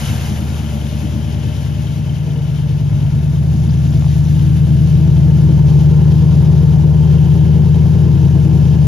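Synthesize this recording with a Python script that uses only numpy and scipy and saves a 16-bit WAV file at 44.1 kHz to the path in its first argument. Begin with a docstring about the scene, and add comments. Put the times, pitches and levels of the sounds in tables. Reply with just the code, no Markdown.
"""On a drive, a V8 idles fast and lumpy while the listener walks from the open engine bay along the
flank to the tailpipes. Belts, fan and valve gear hiss and tick under ringing covers, fading as the
exhaust burble grows; grit crunches underfoot midway. The burble comes from eight cylinders of unequal
strength and lag, whose pulses shake the panels, blow the open pipes and ring the silencer chambers."""
import sys
import numpy as np
from scipy import signal
from scipy.fft import rfft, irfft, next_fast_len
from scipy.io import wavfile
from scipy.ndimage import uniform_filter1d, minimum_filter1d

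SR = 44100
rng = np.random.default_rng(int(sys.argv[2]) if len(sys.argv) > 2 else 0)


def output_pcm(signal):
    """Save a mono or channel-first signal as 16-bit PCM at the path in sys.argv[1].

    Samples are clipped to [-1, 1] before scaling.
    """
    pcm = np.clip(np.atleast_2d(signal).T, -1, 1) * 32767
    wavfile.write(sys.argv[1], SR, np.round(pcm).astype(np.int16))


N = 391166
PADDED = next_fast_len(N)   # length of the frequency-domain filters
TIME = np.arange(N) / SR


def from_db(db):
    """Decibels to gain."""
    return 10 ** (np.asarray(db) / 20)


def rms_one(x):
    """Scaled to unit power."""
    return x / np.sqrt(np.mean(x ** 2) + 1e-20)


def in_time(rows):
    """Each column of an automation table, per sample."""
    seconds, *columns = np.transpose(rows)
    return [np.interp(TIME, seconds, c) for c in columns]


def over_hz(rows):
    """Each column of a spectrum table, per frequency bin."""
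    hz, *columns = np.transpose(rows)
    bin_hz = np.arange(1, PADDED // 2 + 2) * SR / PADDED
    return [np.interp(np.log(bin_hz), np.log(hz), c) for c in columns]


def drift(rate_hz):
    """A slow random wander of spread 1, drawn at every 40th sample."""
    r = np.exp(-80 * np.pi * rate_hz / SR)
    slow = signal.lfilter([1], [1, -2 * r, r * r], rng.standard_normal(N // 40 + 2002))[2000:]
    return np.interp(np.arange(N) / 40, np.arange(len(slow)), rms_one(slow))


def noise(spectrum):
    """Two unrelated noises of the given colour."""
    white = rfft(rng.standard_normal((2, PADDED)))
    return rms_one(irfft(white * from_db(over_hz(spectrum)[0]), PADDED)[:, :N])


def resonate(x, hz, width_hz):
    """One resonance with gain 1 at its peak."""
    r = np.exp(-np.pi * width_hz / SR)
    feedback = [1, -2 * r * np.cos(2 * np.pi * hz / SR), r * r]
    return signal.lfilter([(1 - r * r) / 2, 0, (r * r - 1) / 2], feedback, x)


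def ring(x, hz, width_hz, skirt_hz=None):
    """A resonance at unit power, its skirts steepened by a second, wider one."""
    return rms_one(resonate(resonate(x, hz, width_hz), hz, skirt_hz or 2 * width_hz))


def modes(x, table, waver_db=0.0, sign=-1):
    """Parallel rings, by default alternating in sign; each may swell and fade on its own."""
    rings = [sign ** k * from_db(db) * ring(x, hz, width) for k, (hz, width, db) in enumerate(table)]
    return rms_one(sum(r * from_db(waver_db * drift(0.89)) if waver_db else r for r in rings))


def flecks(per_s, table):
    """Uneven ticks, each ringing a single resonance of the table."""
    ticks = (rng.random(N) < per_s / SR) * rng.standard_normal(N) + .02 * rng.standard_normal(N)
    dealt = rng.integers(0, len(table), N)
    return rms_one(sum(from_db(db) * ring(ticks * (dealt == k), hz, width)
                       for k, (hz, width, db) in enumerate(table)))


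def puffs(pulses, fall_ms):
    """Gas flow after each firing: a quick rise, a slower fall."""
    r = np.exp(-1000 / (fall_ms * SR))
    return rms_one(signal.lfilter([1], [1, -2 * r, r * r], pulses))


# The rumble's colour. Each row: frequency in Hz, relative level in dB.
RUMBLE_COLOUR = [(12, -20), (20, -5), (30, -5), (42, 0), (62, 0), (80, -6), (100, -9), (140, -60)]
# Its fader. Each row: time in seconds, level in dB.
RUMBLE_FADER = [(0.0, -34), (1.6, -47), (2.9, -35), (5.2, -31.5), (8.87, -34)]

def rumble():
    """A bed of deep noise that heaves at random."""
    return from_db(in_time(RUMBLE_FADER)[0] + 2.0 * drift(3.0)) * noise(RUMBLE_COLOUR)


# The hum's band. Its row: pitch in Hz, width in Hz, relative level in dB.
HUM_BAND = [(595, 53, 0)]
# Its fader. Each row: time in seconds, level in dB.
HUM_FADER = [(0, -46), (.45, -50), (.7, -43), (1.7, -44), (2.2, -49), (4.6, -52.5), (5.4, -46.5),
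             (8.87, -48.5)]

def bay_hum():
    """A narrow band of noise hums in the bay."""
    return from_db(in_time(HUM_FADER)[0]) * modes(rng.standard_normal((2, N)), HUM_BAND)


# Shoe drags. Each row: centre in seconds, spread in seconds, level in dB.
SCUFFS = [(3.78, 0.16, -46), (4.05, 0.088, -58), (4.33, 0.12, -49)]

def scuff():
    """Small stones grind under the sole: short bright rings that swell and fade."""
    strokes = sum(from_db(db) * np.exp(-.5 * ((TIME - s) / spread) ** 2) for s, spread, db in SCUFFS)
    stones = [(hz, 250.0, 0) for hz in np.geomspace(2800, 7000, 8)]
    return strokes * flecks(per_s=600 * from_db(5.0 * drift(10.0)), table=stones)


# Stones underfoot. Each row: start in seconds, peak before panning in dB, pitch in Hz.
STONE_CRACKS = [(2.931, -29, 900), (3.697, -31, 700), (3.936, -28, 750), (4.023, -22, 640),
                (4.044, -25, 880), (4.066, -21, 560)]

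def grit():
    """Each stone cracks: a sharp tick and a short dull ring."""
    out = np.zeros(N)
    click = signal.unit_impulse(SR // 40)
    for start, peak_db, hz in STONE_CRACKS:
        crack = ring(click, hz, 320.0, 1200.0) + .3 * ring(click, 1700.0, 1200.0, 1500.0)
        at = round(start * SR)
        out[at:at + len(click)] += from_db(peak_db) * crack / np.abs(crack).max()
    return out


# Valve cover rings. Each row: pitch in Hz, width in Hz, relative level in dB.
VALVE_COVERS = [(2050, 90, -4), (2250, 90, -5), (2500, 120, -6), (2750, 100, -4), (2950, 100, 0),
                (3120, 100, 0), (3400, 160, -5)]
# The rasp's fader. Each row: time in seconds, level in dB.
RASP_FADER = [(0, -36), (.2, -43), (.4, -45), (1.0, -47.5), (2.5, -48), (3.2, -69), (4.5, -59.5),
              (6.4, -57), (8.87, -55)]

def valve_rasp(crank):
    """Valve gear ticks against its covers, bunching up once an engine cycle."""
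    ticks_per_s = 800 * from_db(4.0 * np.cos(2 * np.pi * (crank - .65)))
    return from_db(in_time(RASP_FADER)[0]) * flecks(ticks_per_s, VALVE_COVERS)


# The hiss and its airy top. Each row: frequency in Hz, relative level in dB.
HISS_COLOUR = [(300, -29.5), (700, 3), (1300, -5), (2000, -5.5), (3000, -6.5), (4500, -5.5), (6500, -8.5),
               (8000, -20.5), (10000, -11), (12500, -18)]
HISS_AIR = [(14000, -21), (16000, -19)]
# Engine cover rings. Each row: pitch in Hz, width in Hz, relative level in dB.
BAY_COVERS = [(1150, 25, -14), (1400, 95, -9), (1600, 90, -11), (1715, 40, -13), (2200, 22, -14),
              (2640, 70, -12), (2990, 450, -1), (3170, 60, -14), (3500, 200, -8), (3780, 70, -12),
              (5000, 500, -11)]
# Brightness along the walk. Each row: time in seconds, lift of the top band in dB.
TREBLE_LIFT = [(0, 6.5), (1.3, 3.5), (2.8, 3), (4.3, 5), (5.2, 1.5), (8.87, 2)]

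def engine_bay(crank, pulses):
    """Belts, fan and valve gear hiss in ringing covers; bands flicker, the upper ones swell each cycle."""
    tappets = (rng.random(N) < 100 / SR) * rng.standard_normal(N)
    shaking = rng.standard_normal((2, N)) + 0.41 * rms_one(tappets)
    hiss = noise(HISS_COLOUR + HISS_AIR)
    hiss += from_db(-4.0) * modes(shaking, BAY_COVERS, waver_db=1.3, sign=1)
    swell_db = 0.41 * np.cos(2 * np.pi * (crank - .65)) + 0.93 * drift(10.0)
    treble_db = in_time(TREBLE_LIFT)[0]
    out, edges_hz = 0, [200, 1400, 2800, 5600, 8500, 19500]
    for k, band_hz in enumerate(zip(edges_hz, edges_hz[1:])):
        band = signal.sosfilt(signal.butter(2, band_hz, "band", fs=SR, output="sos"), hiss)
        band_db = swell_db * min(k / 2, 1) + .5 * drift(15.0) + treble_db * max(k - 2, 0) / 2
        out = out + (-1) ** k * band * from_db(band_db)
    return rms_one(out * (1 + 0.045 * puffs(pulses, fall_ms=1.8)))


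# Open pipe overtones. Each row: pitch in Hz, width in Hz, relative level in dB.
PIPE_OVERTONES = [(315, 20, -2), (367, 16, -4), (408, 26, -2), (465, 18, -5), (555, 20, -12),
                  (760, 20, -16), (830, 40, -12), (890, 25, -13), (945, 30, -13), (1042, 40, -15)]
# The colour of rushing gas. Each row: frequency in Hz, relative level in dB.
RUSH_COLOUR = [(170, -21), (250, -20), (350, -21), (520, -15.5), (700, -19), (900, -19), (1200, -33),
               (1700, -30), (2500, -61)]

def gas_flow(pulses, mouth_db, bay_db):
    """Pulses and turbulence blow the open pipes; gas rushes out of them and into the engine."""
    flow = 1 + 0.1 * puffs(pulses, fall_ms=1.5)
    blown = rms_one(pulses) + 1.1 * rms_one(rng.standard_normal((2, N)) * flow)
    outlet, intake = from_db(mouth_db - 7), from_db(bay_db - 5)
    rush = np.hypot(outlet, intake) * rms_one(noise(RUSH_COLOUR) * flow)
    return from_db(mouth_db) * modes(blown, PIPE_OVERTONES) + rush


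# Narrow rings of body and pipes. Each row: pitch in Hz, width in Hz.
BODY_RINGS = [(256, 14), (315, 13), (460, 20), (656, 10)]
# Their faders. Each row: time in seconds, then each ring's level in dB.
BODY_FADERS = [(0, -56, -49, -52, -60), (.6, -35, -44.5, -57, -56), (1.2, -37.5, -43.5, -53, -69),
               (1.9, -34.5, -43, -54, -54), (2.4, -38, -61, -40, -47), (3.0, -39.5, -52, -60, -51),
               (3.6, -46, -44, -58, -51), (4.2, -37.5, -41.5, -52, -49), (5.2, -42.5, -30.5, -48, -44),
               (6.1, -38.5, -44.5, -50.5, -55.5), (7.2, -39, -36, -45, -54), (8.0, -39.5, -31, -44, -49),
               (8.87, -37.5, -35.5, -48, -47)]

def body_rings(shakes):
    """The shaken car rings; each ring is heard best from its own place along the flank."""
    shaking = rms_one(shakes) + .5 * rng.standard_normal(N)
    return sum(from_db(db) * ring(shaking, hz, width)
               for (hz, width), db in zip(BODY_RINGS, in_time(BODY_FADERS)))


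# Floor pan and sill booms. Each row: pitch in Hz, width in Hz, relative level in dB.
FLOOR_PAN = [(97.86, 6.8, 1), (119.6, 19, -2)]
SILLS = [(198, 28, -2), (220, 22, 0), (298, 24, -9)]

def panels(crank, pulses, shakes, floor_db, sill_db):
    """Firings drum on the floor pan and sills; the headers next to a sill shake it most."""
    floor = from_db(floor_db) * modes(2 * pulses + shakes, FLOOR_PAN)
    nearest = shakes * from_db(9.0 * np.cos(2 * np.pi * (crank + .08)))
    return floor + from_db(sill_db) * modes(nearest, SILLS)


# The hunting idle. Each row: time in seconds, firings per second.
IDLE_SPEED = [(0.0, 71.66), (0.12, 75.91), (0.5, 78.63), (0.75, 73.96), (1.12, 76.87), (1.37, 75.42),
              (2.12, 78.34), (2.37, 75.64), (3.12, 73.85), (3.5, 79.14), (3.75, 79.88), (3.87, 76.58),
              (4.25, 76.15), (4.5, 78.67), (5.0, 78.67), (5.5, 76.85), (5.62, 74.37), (6.25, 79.02),
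              (6.87, 75.9), (7.25, 79.25), (7.75, 79.47), (7.87, 81.12), (8.37, 80.8), (8.87, 77.18)]

def crank_position(lead_ms=0.0):
    """Position in engine cycles of eight firings, optionally a moment ahead."""
    cycle_hz = in_time(IDLE_SPEED)[0] / 8
    return -.046 + np.cumsum(cycle_hz) / SR + cycle_hz * lead_ms / 1000


def drone(multiple):
    """A bass tone at a multiple of the cycle rate, a little unsteady in level."""
    phase = 2 * np.pi * multiple * crank_position(lead_ms=2.1)
    return np.sqrt(2) * np.cos(phase) * from_db(.8 * drift(8.0))


# The growl's fader. Each row: time in seconds, level in dB.
GROWL_FADER = [(0, -50), (4.2, -40), (5.2, -23), (8.87, -24)]

def growl():
    """A tone just above the firing rate, heard near the pipes."""
    return from_db(in_time(GROWL_FADER)[0]) * drone(multiple=10)


# Tailpipe tones. Each row: multiple of the cycle rate, level in dB relative to the silencer's.
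THROAT_TONES = [(19, -30), (21, -27), (32, -33)]

def throat(crank):
    """Clean overtones that follow the engine speed, each pulsing on its own."""
    out = 0
    for multiple, db in THROAT_TONES:
        level = np.sqrt(2) * from_db(db + 4.0 * drift(5.0))
        out = out + level * np.cos(2 * np.pi * (multiple * crank + rng.random()))
    return out


# Cylinders in firing order. Each row: strength in dB, lag through its header in ms.
CYLINDERS = [(-11.3, 0.26), (-6.0, -0.12), (-7.8, 0.46), (-4.9, 5.01), (-4.9, 1.68), (0.0, -0.2),
             (-8.7, 4.96), (-8.6, -1.28)]

def firings(crank, uneven_db, uneven_ms):
    """A click for every firing, with its cylinder's strength and lag, plus chance: the lumpy beat."""
    count = np.arange(int(crank[-1] * 8))
    strength_db, lag_ms = np.array(CYLINDERS)[count % 8].T
    slip, kick = rng.standard_normal((len(count), 2)).T
    at = np.interp(count / 8, crank, np.arange(N)) + (lag_ms + uneven_ms * slip) * SR / 1000
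    return np.bincount(np.clip(at, 0, N - 1).astype(int), from_db(strength_db + uneven_db * kick), N)


# Silencer chambers. Each row: cold pitch in Hz, warm pitch in Hz, width in Hz.
CHAMBERS = [(127, 129, 15), (149, 152, 16)]
WARMING_FROM_S, WARM_AT_S = 4.5, 7.0

def silencer(pulses):
    """Pulses ring through the chambers in turn; the pitch rises a little as the gas warms."""
    cold, warm = pulses, pulses
    for cold_hz, warm_hz, width_hz in CHAMBERS:
        cold, warm = resonate(cold, cold_hz, width_hz), resonate(warm, warm_hz, width_hz)
    burble = cold + np.interp(TIME, [WARMING_FROM_S, WARM_AT_S], [0, 1]) * (warm - cold)
    power = uniform_filter1d(uniform_filter1d(burble ** 2, size=SR // 10), size=SR // 10)
    return burble / np.sqrt(power)   # evens the level over about one engine cycle


# The stereo image in bass and mids. Each row: frequency in Hz, left over right in dB,
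# left lead in turns, share of unrelated sound from 0 to 1.
BASS_IMAGE = [(30, .3, .05, .45), (78, 1.8, .082, .1), (150, 4.5, .087, .1), (260, 5, .07, .3)]
MID_IMAGE = [(432, 1, 0.13, 0.16), (890, -1, -0.16, 0.16), (1460, -4.5, -0.11, 0.4),
             (2240, -0.5, -0.14, 0.6), (2820, -3.5, 0.18, 0.23), (5200, -2.5, 0.00044, 0.3),
             (7130, -6, 0.074, 0.9)]
# Above about 7.6 kHz, left and right fall in and out of step, band by band. Same columns.
TREBLE_IMAGE = [(7650, 0, -.5, 0), (8900, 0, -.5, .1), (11000, 0, -1, .1), (12500, 0, -1, .1),
                (14100, 0, -1.5, 0)]
PAN_TOP_HZ = 7000   # panning leaves the treble above this alone

def stereo(sound, diffuse, pan_db):
    """Spreads a sound left and right with a level and phase gap, plus a share of diffuse sound."""
    gap_db, turns, share = over_hz(BASS_IMAGE + MID_IMAGE + TREBLE_IMAGE)
    side = np.array([[1], [-1]])
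    common = np.sqrt(1 - share / 2) * rfft(sound, PADDED)
    spread = side * np.sqrt(share / 2) * rfft(diffuse, PADDED)
    heard = (common + spread) * from_db(side * gap_db / 2) * np.exp(1j * np.pi * side * turns)
    low = np.arange(PADDED // 2 + 1) * SR / PADDED < PAN_TOP_HZ
    panned = irfft(heard * low, PADDED)[:, :N] * from_db(side * pan_db / 2)
    return panned + irfft(heard * ~low, PADDED)[:, :N]


# The mix along the walk. Each row: time in seconds, then in dB the levels of pipe mouth,
# sills, floor pan and engine bay, and the bay's pan to the left.
WALK_MIX = [(0.0, -58, -22, -27.5, -30.5, 7), (0.1, -45, -29, -17, -31, 6.5),
            (0.3, -38.5, -28.5, -23, -34.5, 6.5), (0.55, -39.5, -25.5, -26.5, -36.5, 8),
            (0.9, -39.5, -25, -24.5, -38.5, 8.5), (1.5, -40, -29.5, -18.5, -39.5, 8.5),
            (2.3, -40.5, -35, -26, -42, 9.5), (2.9, -39, -33.5, -14.5, -41.5, 9.5),
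            (3.55, -39, -27.5, -25, -41.5, 9.5), (4.2, -41.5, -29.5, -17, -40, 7.5),
            (5.0, -37, -27, -29, -40, 8.5), (5.75, -31.5, -29.5, -34.5, -38.5, 6),
            (6.9, -31, -31, -37.5, -40, 6), (8.87, -32, -29.5, -41, -40.5, 6.5)]
# Closing in on the pipes. Each row: time in seconds, then in dB drone, tailpipe, pan to the left.
EXHAUST_MIX = [(0.0, -25.5, -20, -.5), (0.35, -20.5, -21.5, -1), (0.8, -21, -22, -.5), (1.5, -23, -20, .5),
               (2.3, -26, -16, -1), (2.9, -23.5, -13.5, -1.5), (3.55, -16, -12, -2), (4.2, -16, -10.5, -.3),
               (5.0, -14.5, -8, -.3), (5.75, -15, -6.3, -.5), (6.2, -14, -7.3, 0), (6.9, -14.5, -7.3, 1),
               (7.9, -13.5, -8.7, 1.4), (8.87, -14.5, -8.2, 1.7)]

def scene():
    """One crank drives exhaust and engine bay, each heard from its own side."""
    mouth_db, sill_db, floor_db, bay_db, bay_pan_db = in_time(WALK_MIX)
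    drone_db, pipe_db, exhaust_pan_db = in_time(EXHAUST_MIX)
    crank = crank_position()
    pulses = firings(crank, uneven_db=1.3, uneven_ms=.14)
    # panels rattle less evenly, firing to firing and cycle to cycle
    shakes = firings(crank, uneven_db=4.0, uneven_ms=.5) * from_db(1.5 * drift(4.0))
    throb = from_db(drone_db) * drone(multiple=8)
    throb += from_db(pipe_db) * (silencer(pulses) + throat(crank)) + growl()
    body = panels(crank, pulses, shakes, floor_db, sill_db) + body_rings(shakes)
    gas, gas_diffuse = gas_flow(pulses, mouth_db, bay_db) + rumble()
    bay, bay_diffuse = from_db(bay_db) * engine_bay(crank, pulses) + bay_hum()
    exhaust = stereo(throb + body + gas, gas_diffuse, exhaust_pan_db)
    return exhaust + stereo(bay + valve_rasp(crank) + grit() + scuff(), bay_diffuse, bay_pan_db)


SOFT_CLIP, LIMIT_DB, RELEASE_DB_PER_S, CUTOFF_HZ = 1.3, -.2, 40.0, 15720

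def record(dry):
    """The microphone rounds loud peaks, a look-ahead limiter holds them down, and the top is cut."""
    rounded = SOFT_CLIP * np.tanh(dry / SOFT_CLIP)
    over_db = np.maximum(20 * np.log10(np.abs(rounded).max(axis=0) + 1e-9) - LIMIT_DB, 0)
    release_db = RELEASE_DB_PER_S * TIME
    held_db = np.maximum.accumulate(over_db + release_db) - release_db
    gain_db = uniform_filter1d(minimum_filter1d(-held_db, size=601), size=601)
    high_cut = signal.ellip(12, .5, 70, CUTOFF_HZ, fs=SR, output="sos")
    return signal.sosfilt(high_cut, rounded * from_db(gain_db))


dry = scene()
out = record(dry)
output_pcm(out)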